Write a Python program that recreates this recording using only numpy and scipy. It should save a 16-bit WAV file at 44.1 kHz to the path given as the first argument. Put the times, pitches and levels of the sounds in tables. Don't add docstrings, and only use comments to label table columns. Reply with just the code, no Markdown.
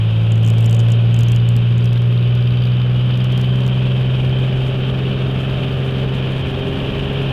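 import sys
import numpy as np
from scipy import signal
from scipy.fft import rfft, irfft
from scipy.io import wavfile
from scipy.ndimage import uniform_filter1d

SR = 44100
rng = np.random.default_rng(int(sys.argv[2]) if len(sys.argv) > 2 else 0)


def transcribe(signal):
    frames = np.atleast_2d(signal).T
    limited = np.clip(frames, -1, 1)
    pcm = np.round(limited * 32767).astype(np.int16)
    wavfile.write(sys.argv[1], SR, pcm)


N = 322812
TIME_S = np.arange(N) / SR

# (time [s], four-stroke cycle rate [Hz])
CYCLE_RATE = [(0, 18.4), (0.4, 18.72), (0.8, 19.14), (1.2, 19.45), (2, 19.92), (3.6, 21.06), (4.8, 21.62),
              (5.6, 21.83), (6, 21.85), (6.4, 21.98), (6.8, 22.32), (7.32, 22.6)]
LOW_SPEED_HZ, HIGH_SPEED_HZ = 18.4, 22.6
MIDDLE_SPEED = 0.7
# (time [s], level [dB])
BOOM_LEVEL = [(0.1, -14.5), (0.4, -12), (0.8, -11.5), (2.8, -14), (4.4, -15.7), (4.8, -18.5), (6.25, -19.9),
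              (6.85, -25.5), (7.32, -19.5)]
SURGE_TIMES = [.320, .333, .387, .423, .476, .528, .582, .652, .739, .792, .810, .863, .931, .966, 1.065,
               1.104, 1.190, 1.207, 1.236, 1.322, 1.361, 1.429, 1.492, 1.564, 1.717, 1.781]
SURGE_DB, SURGE_S = -9, 0.0026
# (multiple of cycle rate, level at low, middle, high speed [dB])
OVERTONES = [(3, -46, -39, -37), (4, -43, -35, -36), (7, -53.5, -42.5, -37), (9, -25.5, -31, -33),
             (12, -39.5, -37, -35), (18, -54.5, -37, -30), (20, -45.5, -41.5, -42), (23, -46, -46, -45),
             (28, -53.5, -46.5, -42), (30, -45, -47.5, -50)]
# (frequency [Hz], relative level [dB])
CABIN_RESPONSE = [(36, -43), (85, -44), (105, -48.5), (200, -43), (280, -59.5), (340, -49.5), (430, -45.5),
                  (490, -50.5), (570, -50.5), (640, -56), (740, -56.5), (830, -61.5), (1100, -58.5),
                  (1800, -63.5)]
LINES_RISE_DB, LINES_SPREAD_DB, LINES_FORWARD_DB = 6.5, 3.5, -3
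# (time [s], 0 = side window to 1 = forward)
FACING = [(0.8, 0), (2.05, 1), (2.7, 1), (3.3, 0.33), (4.2, 0.18)]
# (time [s], level [dB])
TICK_LEVEL = [(1.3, -55.5), (1.9, -50), (3.0, -48.5), (3.4, -53.5), (4.9, -53.5), (5.7, -55), (7.3, -54)]
# (place in cycle [0-1], relative level [dB])
VALVE_CLOSINGS = [(0.0, 6.5), (.32, 0.5), (0.661, 2.5)]
# (level at start [dB], rise [dB/s], change when facing forward [dB])
TYRE_LEVEL = (-32.5, .52, 0)
SLIPSTREAM_LEVEL = (-39.5, 0.81, -0.72)
SEAL_LEVEL = (-38, 0.67, -1.9)
AIR_LEVEL = (-61.5, 0.54, -4.5)
# (time [s], level [dB])
BUFFET_LEVEL = [(0, -34.5), (2.5, -37.5), (4.5, -30), (6, -31.5), (7.32, -29)]
# (time [s], level [dB])
PANEL_LEVEL = [(0, -40), (.7, -35.5), (1.3, -41.5), (2.1, -50), (2.9, -46), (3.5, -42.5), (4.3, -35),
               (7.32, -32.5)]
# (time [s], level [dB])
WHISTLE_LEVEL = [(0, -43.5), (1.2, -41.5), (2.2, -45), (3.4, -37), (4.2, -39.5), (6, -42), (7.32, -38.5)]
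# (time [s], peak level [dB])
CLICKS = [(1.9322, -21.5), (2.0205, -25), (2.3529, -24), (3.1755, -22), (3.2446, -19), (3.3241, -22),
          (3.3774, -18), (3.4128, -20), (3.4167, -21), (3.5591, -24), (3.6071, -25), (3.6785, -21)]

# (frequency [Hz], relative level [dB])
VALVE_SPECTRUM = [(1500, -37), (2600, -6.5), (3600, 3), (4000, -6), (4400, -9.5), (4620, -6), (4780, 0.5),
                  (4930, -9.5), (5250, -17), (7000, -32.5), (14000, -24)]
# (frequency [Hz], relative level [dB])
TYRE_SPECTRUM = [(10, -12.5), (22, -3), (31, 1), (44, 0.5), (80, 2.5), (120, 3), (200, -6.5), (350, -33),
                 (900, -66)]
# (frequency [Hz], relative level [dB])
BUFFET_SPECTRUM = [(60, -36.5), (110, -9), (140, -1), (175, 1.5), (230, -4.5), (290, -11), (420, -31.5),
                   (1000, -68.5)]
# (frequency [Hz], relative level [dB])
PANEL_SPECTRUM = [(200, -24.5), (320, 0.5), (400, 2.5), (490, -1.5), (580, 2.5), (660, -7.5), (830, -7.5),
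                  (1100, -30), (2000, -53.5)]
# (frequency [Hz], relative level [dB])
SLIPSTREAM_SPECTRUM = [(120, -19), (260, 4), (450, 0), (660, -4.5), (820, -4), (950, -7.5), (1090, -5.5),
                       (1250, -9), (1420, -6), (1800, -7), (2100, -11), (3500, -20), (7000, -56.5)]
# (frequency [Hz], relative level [dB])
SEAL_SPECTRUM = [(900, -51), (2050, -17.5), (2330, -4.5), (2600, -1), (2780, -1.5), (3080, -1.5),
                 (3400, -4), (3520, -10), (3680, -6), (3850, -15), (4400, -22), (4850, -24.5),
                 (5400, -28.5), (8000, -53.5)]
# (frequency [Hz], relative level [dB])
AIR_SPECTRUM = [(2000, -12.5), (5000, -1), (6200, 2.5), (8000, 0.5), (10000, -0.5), (12500, -5),
                (14200, -3.5)]
# (frequency [Hz], relative level [dB])
BUZZ_SPECTRUM = [(2500, -29), (4500, -7), (5800, -4.5), (7200, 3), (8400, -7.5), (9500, -18), (12500, -12),
                 (14200, -13.5)]
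# (frequency [Hz], relative level [dB])
CLICK_SPECTRUM = [(1500, -27), (3500, 6.5), (5500, 7), (8000, -1.5), (11000, -3.5), (14000, -2)]

OVERLOAD_DB, OVERLOAD_HOLD_S, BUZZ_DB = -6.5, 0.0005, -30.5
BUZZ_DRIVE = 2
EDGE_HZ = 14450


def amp(db):
    return 10 ** (np.asarray(db) / 20)


def unit(x):
    return x / np.sqrt(np.mean(x ** 2) + 1e-20)


def curve(rows):
    return np.interp(TIME_S, *np.transpose(rows))


def level_db(start_db, rise_db_per_s, forward_db):
    return start_db + rise_db_per_s * TIME_S + forward_db * curve(FACING)


def colour(x, spectrum):
    hz, db = np.transpose(spectrum)
    bins_hz = np.fft.rfftfreq(len(x), 1 / SR)
    gain = amp(np.interp(np.log(bins_hz + 1), np.log(hz), db))
    return irfft(rfft(x) * gain, len(x))


def noise(spectrum):
    return unit(colour(rng.standard_normal(N), spectrum))


def wander(rate_hz):
    size = 4096
    bins_hz = np.fft.rfftfreq(size, TIME_S[-1] / size)
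    rolloff = np.sqrt(1 + (bins_hz / rate_hz) ** 4)
    slow = irfft(rfft(rng.standard_normal(size)) / rolloff)
    return np.interp(TIME_S, np.linspace(0, TIME_S[-1], size), unit(slow))


def boom(cycles, fast):
    boom_db = curve(BOOM_LEVEL) + 0.18 * wander(rate_hz=12)
    from_surge_s = np.min([abs(TIME_S - s) for s in SURGE_TIMES], axis=0)
    surge = np.exp(-(from_surge_s / SURGE_S) ** 4)
    boom_db = boom_db + (SURGE_DB - boom_db) * surge
    out = amp(boom_db) * np.sin(2 * np.pi * 6 * cycles)
    for order, *speed_dbs in OVERTONES:
        offset = rng.random() * (round(order) != 9)
        phase = 2 * np.pi * (round(order) * cycles + offset) + 0.2 * wander(rate_hz=3.8)
        line_db = np.interp(fast, [0, MIDDLE_SPEED, 1], speed_dbs) + 1.7 * wander(rate_hz=1.1)
        out += amp(line_db) * np.sin(phase)
    return np.sqrt(2) * out


def exhaust(cycles, cycle_hz, fast):
    out = np.zeros(N)
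    strong_orders = [6, *np.round(OVERTONES)[:, 0]]
    for order in np.setdiff1d(np.arange(2, 85), strong_orders):
        cabin_db = np.interp(order * cycle_hz, *np.transpose(CABIN_RESPONSE))
        line_db = cabin_db + LINES_SPREAD_DB * wander(rate_hz=0.6)
        phase = 2 * np.pi * (order * cycles + rng.random()) + 0.22 * wander(rate_hz=4)
        out += amp(line_db) * np.sin(phase)
    shift_db = LINES_RISE_DB * (fast - 0.5) + LINES_FORWARD_DB * curve(FACING)
    return amp(shift_db) * np.sqrt(2) * out


def valves(cycles):
    bursts = np.zeros(N)
    for place, db in VALVE_CLOSINGS:
        from_closing = (cycles - place + 0.5) % 1 - 0.5
        bursts += amp(db) * np.exp(-(from_closing / 0.043) ** 2)
    strength = amp(curve(TICK_LEVEL) + 3.4 * wander(rate_hz=14))
    return strength * unit(colour(bursts * rng.standard_normal(N), VALVE_SPECTRUM))


def tyres():
    return amp(level_db(*TYRE_LEVEL)) * noise(TYRE_SPECTRUM)


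def propeller_wash(gust):
    buffet = amp(curve(BUFFET_LEVEL) + 1.3 * gust) * noise(BUFFET_SPECTRUM)
    panels = amp(curve(PANEL_LEVEL) + 0.5 * gust) * noise(PANEL_SPECTRUM)
    return buffet + panels


def slipstream(cycles, gust):
    throb = 1 + 0.095 * np.cos(2 * np.pi * cycles) + 0.11 * np.cos(2 * np.pi * 3 * cycles)
    slip_db = level_db(*SLIPSTREAM_LEVEL) + 0.69 * gust
    seal_db = level_db(*SEAL_LEVEL) + 0.79 * gust + 0.5 * wander(rate_hz=16)
    air_db = level_db(*AIR_LEVEL) + 0.43 * gust + 1.7 * wander(rate_hz=12)
    slip = amp(slip_db) * noise(SLIPSTREAM_SPECTRUM)
    seals = amp(seal_db) * noise(SEAL_SPECTRUM)
    air = amp(air_db) * noise(AIR_SPECTRUM)
    return throb * (slip + seals + air)


def whistle(centre_hz, width_hz):
    pitch_hz = centre_hz + 35 * wander(rate_hz=7)
    carrier = np.exp(2j * np.pi * np.cumsum(pitch_hz) / SR)
    lowpass = signal.butter(2, width_hz / 2, fs=SR, output="sos")
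    swirl = signal.sosfilt(lowpass, rng.standard_normal(N) + 1j * rng.standard_normal(N))
    strength = amp(curve(WHISTLE_LEVEL) + 1.5 * wander(rate_hz=12))
    return strength * unit((carrier * swirl).real)


def overload(x):
    hold_samples = max(round(OVERLOAD_HOLD_S * SR), 1)
    over = uniform_filter1d(1.0 * (abs(x) > amp(OVERLOAD_DB)), hold_samples)
    gate = np.minimum(2 * over, 1)
    buzz = unit(np.tanh(BUZZ_DRIVE * noise(BUZZ_SPECTRUM)))
    return x + amp(BUZZ_DB) * gate * buzz


def clicks():
    out, size = np.zeros(N), 512
    click = colour(signal.unit_impulse(size, "mid"), CLICK_SPECTRUM)
    click = click / abs(click).max()
    for time_s, peak_db in CLICKS:
        start = round(time_s * SR) - size // 2
        out[start:start + size] += amp(peak_db) * click
    return out


def scene():
    cycle_hz = curve(CYCLE_RATE)
    fast = (cycle_hz - LOW_SPEED_HZ) / (HIGH_SPEED_HZ - LOW_SPEED_HZ)
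    cycles = np.cumsum(cycle_hz * (1 + 0.0004 * wander(rate_hz=6))) / SR
    gust = wander(rate_hz=24)
    engine = boom(cycles, fast) + exhaust(cycles, cycle_hz, fast) + valves(cycles)
    airflow = propeller_wash(gust) + slipstream(cycles, gust) + whistle(centre_hz=3088, width_hz=168)
    return (engine + tyres() + airflow + clicks())[None]


def record(dry):
    lowpass = signal.firwin(511, EDGE_HZ, window=("kaiser", 9), fs=SR)
    return signal.oaconvolve(overload(dry), lowpass[None], "same")


dry = scene()
out = record(dry)
transcribe(out)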